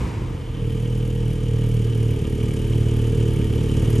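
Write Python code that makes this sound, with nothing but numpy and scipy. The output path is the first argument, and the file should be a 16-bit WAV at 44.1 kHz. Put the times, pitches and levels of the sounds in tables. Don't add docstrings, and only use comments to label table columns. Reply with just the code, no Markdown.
import sys
import numpy as np
from scipy import signal
from scipy.fft import rfft, irfft
from scipy.io import wavfile

SR = 44100
rng = np.random.default_rng(int(sys.argv[2]) if len(sys.argv) > 2 else 0)


def pcm_store(signal):
    levels = np.round(np.clip(np.atleast_2d(signal), -1, 1) * 32767)
    wavfile.write(sys.argv[1], SR, levels.astype(np.int16).T)


N = 176400
T = np.arange(N) / SR
HZ = np.maximum(np.arange(N // 2 + 1) * SR / N, 1)
CYLINDERS = 6
THUMP_AT = 0.065

# time in seconds, firings per second.
FIRING_RATE = [(0.0, 62.0), (0.15, 52.0), (0.27, 45.0), (0.45, 40.0), (0.68, 38.47), (0.9, 39.84),
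               (1.35, 39.31), (2.08, 37.76), (2.27, 36.71), (2.45, 38.08), (2.55, 36.72), (2.68, 37.54),
               (3.25, 38.04), (3.43, 35.87), (3.6, 37.79), (3.72, 36.6), (4.0, 38.36)]
# time in seconds, level in dB.
ENGINE_BAY_LEVEL = [(0, -55), (.25, -55.5), (.48, -49), (.6, -47.5), (1.5, -46), (2.3, -45), (3.4, -43.5),
                    (4, -42)]


def from_db(db):
    return 10 ** (np.asarray(db) / 20)


def rms_one(x):
    return x / np.sqrt(np.mean(x ** 2) + 1e-20)


def in_time(rows):
    return np.interp(T, *np.transpose(rows))


def over_hz(rows):
    hz, value = np.transpose(rows)
    return np.interp(np.log(HZ), np.log(hz), value)


def bell(hz, width):
    return 1 / (1 + (2 * (HZ - hz) / width) ** 2)


def drift(rate_hz):
    return rms_one(irfft(rfft(rng.standard_normal(N)) / (1 + (HZ / rate_hz) ** 2), N))


def noise(colour_db):
    # frequency in Hz, side minus mid in dB.
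    width = [(40, -27), (130, -15.5), (300, -9), (600, -8), (1100, -5), (2200, -11), (4000, -13.5),
             (5500, -37), (8000, -33.5), (12500, -9)]
    mid, side = rfft(rng.standard_normal((2, N))) * from_db(colour_db)
    return rms_one(irfft(mid + side * from_db(over_hz(width)) * [[1], [-1]], N))


def struck(hits, modes, scatter_db):
    start_s, db = np.transpose(hits)
    starts = (np.maximum(start_s, 0) * SR).astype(int)
    chance = rng.standard_normal((len(starts), len(modes)))
    out = 0
    for (hz, mode_db, t60), luck in zip(modes, chance.T):
        clicks = np.bincount(starts, from_db(db + mode_db + scatter_db * luck), N)[:N]
        r, w = from_db(-60 / (t60 * SR)), 2 * np.pi * hz / SR
        out = out + signal.lfilter([0, np.sin(w)], [1, -2 * r * np.cos(w), r * r], clicks + 1e-18)
    return out


def blows(firings, place, every, db, jitter_s=.0007):
    start_s = np.interp(np.arange(place, firings[-1], every), firings, T)
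    start_s = start_s + jitter_s * rng.standard_normal(size=400)[:len(start_s)]
    return np.column_stack([start_s, db + np.interp(start_s, *np.transpose(ENGINE_BAY_LEVEL))])


def pulses(firings, orders, waver_db, waver_hz, lope=0, lope_top_order=3.9):
    # time in seconds, gain in dB.
    boom_db = [(0, -3.5), (.8, 1), (1.45, -2), (1.75, 2), (2.08, 4), (2.25, -4.5), (2.45, 2.5),
               (2.55, -5.5), (2.75, -0.5), (3.05, 1), (3.4, -2.5), (3.75, -3.5), (4, 2)]
    # time in seconds, gain in dB.
    hollow_db = [(.52, -13), (.65, 1.5), (1.0, -0.5), (1.6, 1), (2.0, 2), (2.3, 2.5), (2.85, -1.5),
                 (3.0, 2), (3.25, 3.5), (3.45, 1), (3.65, -1), (3.86, -2.5), (3.97, 6)]
    boom, hollow = from_db(in_time(boom_db)), from_db(in_time(hollow_db))
    gains = {1: -1, 3: boom, 11: hollow, 12: hollow, 13: hollow}
    out = 0
    for order, db in orders:
        banks = 1 - lope * np.cos(np.pi * firings) / (1 + (order / lope_top_order) ** 2)
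        lead_rad = .11 * order + 1.4 * (order >= 5)
        wave = np.cos(2 * np.pi * order * firings + lead_rad)
        out = out + gains.get(order, 1) * banks * from_db(db + waver_db * drift(waver_hz)) * wave
    return rms_one(out)


def coasting(firings, silencer_hz=60.7, width_hz=8.6, boost_db=15.4):
    # time in seconds, level in dB.
    level = [(0, -26), (.055, -26.5), (.11, -34.5), (.22, -28), (.33, -34), (.44, -34), (.52, -41),
             (.7, -66)]
    # order, relative level in dB.
    orders = [(1, -8), (2, 0.5), (3, -7.5), (4, -21), (5, -13.5), (7, -10.5)]
    air = pulses(firings - THUMP_AT + 0.061 * drift(15), orders, waver_db=0, waver_hz=10)
    resonance = from_db(boost_db * bell(silencer_hz, width_hz))
    return from_db(in_time(level)) * irfft(rfft(air) * resonance, N)


def garage_tail(start_db=-36.5, fall_db_per_s=24):
    # frequency in Hz, relative level in dB.
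    tone = [(200, -4), (500, -4.5), (680, -5), (960, 2.5), (1400, -8.5), (2300, -7.5), (4000, -17.5),
            (8000, -24), (13000, -60)]
    return noise(over_hz(tone)) * from_db(start_db - fall_db_per_s * T)


def exhaust(firings, jitter=0.0069, uneven_db=.5, step_back_s=(1.82, 1.85)):
    # time in seconds, level in dB.
    level = [(0, -36.5), (.45, -40), (.49, -28.5), (.6, -25), (.68, -22), (.95, -21), (1.1, -21.5),
             (1.45, -20.5), (1.75, -19.5), (2.1, -22), (2.55, -19.5), (3.0, -18.5), (3.45, -18.5),
             (3.75, -18), (4, -18)]
    # time in seconds, depth as a share.
    lope = [(0, 0.061), (1.5, 0.078), (2.3, 0.22), (2.85, 0.48), (3.1, .1), (3.45, .2), (4, 0.61)]
    # order, relative level in dB.
    near_orders = [(1, -4.5), (2, -7), (3, 0.5), (4, -7.5), (5, -11.5), (6, -22), (7, -17), (8, -19),
                   (9, -25), (10, -63), (11, -15.5), (12, -16.5), (13, -38), (14, -30), (15, -42)]
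    far_orders = [(1, -4), (2, -4), (3, 2.5), (4, -6), (5, -15.5), (6, -11.5), (7, -12.5), (8, -41),
                  (9, -12.5), (10, -62), (11, -13.5), (12, -14.5), (13, -28.5), (14, -31), (15, -29),
                  (16, -62), (17, -40)]
    thumps = firings - THUMP_AT + jitter * drift(14)
    near = pulses(thumps, near_orders, waver_db=1.07, waver_hz=4.6, lope=in_time(lope))
    far = pulses(thumps, far_orders, waver_db=1.07, waver_hz=4.6, lope=in_time(lope))
    back = np.interp(T, step_back_s, [0, 1])
    return ((1 - back) * near + back * far) * from_db(in_time(level) + uneven_db * drift(5.4))


def rumble(firings, swell_db=1.5):
    # time in seconds, level in dB.
    level = [(0, -34), (.3, -30.5), (.46, -34), (.65, -31), (1.5, -32), (2.5, -29.5), (3.25, -30),
             (3.4, -26.5), (4, -26.7)]
    # frequency in Hz, relative level in dB.
    tone = [(22, -25), (45, -3), (80, -4.5), (135, 2), (200, -7), (300, -9), (378, -16), (455, -7.5),
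            (530, -19), (620, -35), (1200, -68)]
    swell = rms_one(from_db(swell_db * np.cos(2 * np.pi * (firings - THUMP_AT))))
    return noise(over_hz(tone)) * swell * from_db(in_time(level))


def whirr(firings, level_db=0.5, throb_db=0.94, throb_at=0.87, flutter_db=0.74):
    # frequency in Hz, relative level in dB.
    tone = [(300, -10), (600, 1.5), (750, -0.5), (1050, -3.5), (1450, -5.5), (2000, -7.5), (2600, -3.5),
            (3200, 0), (3900, -11), (5500, -15.5), (13000, -44)]
    # centre in Hz, width in Hz, boost in dB.
    peaks = [(636.5, 8.5, 6.5), (903, 103, 7), (1210, 76, 7), (1640, 40, 8), (1880, 42, 9.5),
             (2230, 61, 5.5), (2995, 130, 6.5)]
    colour = over_hz(tone) + sum(db * bell(hz, width) for hz, width, db in peaks)
    throb = throb_db * np.cos(2 * np.pi * (firings - throb_at)) + flutter_db * drift(40)
    return noise(colour) * from_db(in_time(ENGINE_BAY_LEVEL) + level_db + throb)


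def puffing(firings, tone, scatter_db, grain_db, puff_at=0.56, rise_s=0.0056, decay_s=0.0065):
    # time in seconds, level in dB.
    level = [(0, -49), (.2, -56), (.55, -56), (.7, -53.5), (1.3, -53), (2.2, -51.5), (2.7, -49.5),
             (3.5, -49.5), (4, -46)]
    count, share = np.divmod(firings - puff_at + 1, 1)
    age_s = share / in_time(FIRING_RATE)
    luck = rng.standard_normal(size=400)[count.astype(int)]
    strength = from_db(15.5 + scatter_db * luck + grain_db * drift(400))
    caught = np.interp(T, (.5, .75), [0, 1])
    puffs = strength * (1 - np.exp(-age_s / rise_s)) * np.exp(-age_s / decay_s) * caught
    envelope = rms_one(np.hypot(1, puffs))
    return noise(over_hz(tone)) * envelope * from_db(in_time(level))


def hiss(firings, sizzle_db=-2.5):
    # frequency in Hz, relative level in dB.
    broad_tone = [(800, -11), (1800, -2), (2300, 0.5), (2800, 1), (4100, -10), (4600, -3), (7000, 1.5),
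                  (8000, -2.5), (9200, 2), (10000, 1.5), (11400, -10), (15000, -45)]
    sizzle_tone = [(8500, -40), (10000, -3), (10600, 1), (11400, -5.5), (12300, -17), (13000, -20),
                   (15000, -50)]
    sizzle = puffing(firings, sizzle_tone, scatter_db=4.0, grain_db=2.5)
    broad = puffing(firings, broad_tone, scatter_db=2.0, grain_db=0.8)
    return broad + from_db(sizzle_db) * sizzle


def injector_clatter(firings):
    # start in seconds, strength in dB.
    hard_clacks = [(1.302, -45), (1.635, -44), (2.106, -39.5), (2.401, -45), (2.429, -41), (2.508, -39),
                   (2.669, -42), (2.724, -38), (3.359, -39), (3.415, -44)]
    # frequency in Hz, gain in dB, seconds to fall 60 dB.
    modes = [(1880, -12, .03), (2180, -6, .025), (2305, -0.5, .036), (2410, -8, .025)]
    steady_clacks = blows(firings, place=.6, every=1, db=-2.5)
    return struck(np.vstack([hard_clacks, steady_clacks]), modes, scatter_db=1.8)


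def burble():
    # start in seconds, strength in dB.
    strays = [(.047, -20), (.075, -16.5), (.170, -19), (.219, -14), (.284, -16.5), (.308, -20), (.348, -20),
              (.476, -20.5), (.502, -26)]
    # frequency in Hz, gain in dB, seconds to fall 60 dB.
    modes = [(72, -8, 0.071), (108.6, 0, 0.073), (173, -10.5, 0.054), (313, -10.5, 0.047)]
    return -struck(strays, modes, scatter_db=0)


def valve_ticks(firings, level_db=6, fade_in_s=(.3, .52)):
    # place counted in firings, relative strength in dB.
    pattern = [(.12, -6), (.7, -9), (1.73, -4.5), (2.05, 0), (2.78, -4.5), (3.25, -8), (3.8, -5.5),
               (4.35, -8.5), (4.75, -6), (5.6, -9)]
    # frequency in Hz, gain in dB, seconds to fall 60 dB.
    modes = [(2740, -12, .015), (2864, -3, 0.03), (3063, -0.5, 0.049), (3220, -13, 0.018),
             (3610, -17, 0.023)]
    hits = np.vstack([blows(firings, place, every=CYLINDERS, db=level_db + db) for place, db in pattern])
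    return struck(hits, modes, scatter_db=1.4) * np.interp(T, fade_in_s, [0, 1])


def scene():
    firings = np.cumsum(in_time(FIRING_RATE)) / SR
    pipes = exhaust(firings) + coasting(firings) + burble() + rumble(firings) + hiss(firings)
    return pipes + garage_tail() + whirr(firings) + valve_ticks(firings) + injector_clatter(firings)


def record(dry, low_cut_hz=35.5, high_cut_hz=12900, fade_s=.004):
    # frequency in Hz, left minus right in dB.
    balance = [(60, -0.4), (130, -1.47), (270, -1.5), (590, 0.6), (1260, 2), (2690, 0.013), (5760, 0),
               (12300, 0.0)]
    # frequency in Hz, left minus right in radians.
    phase = [(150, 0), (600, .4), (1250, .4), (1600, -.5), (1900, -.1), (2700, .2), (3050, .7), (4100, .35),
             (5100, 0), (8850, 0), (9400, -1.8), (10200, -3.14), (10900, -4.3), (11750, -6.28)]
    sides = np.array([[1], [-1]]) / 2
    ports = from_db(sides * over_hz(balance)) * np.exp(1j * sides * over_hz(phase))
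    low_cut = 1 / np.sqrt(1 + (low_cut_hz / HZ) ** 12)
    high_cut = signal.ellip(10, .1, 80, high_cut_hz, fs=SR, output="sos")
    fade = np.clip(np.minimum(T, T[::-1]) / fade_s, 0, 1)
    heard = irfft(rfft(dry * fade) * ports * low_cut, N)
    return signal.sosfilt(high_cut, heard)


dry = scene()
out = record(dry)
pcm_store(out)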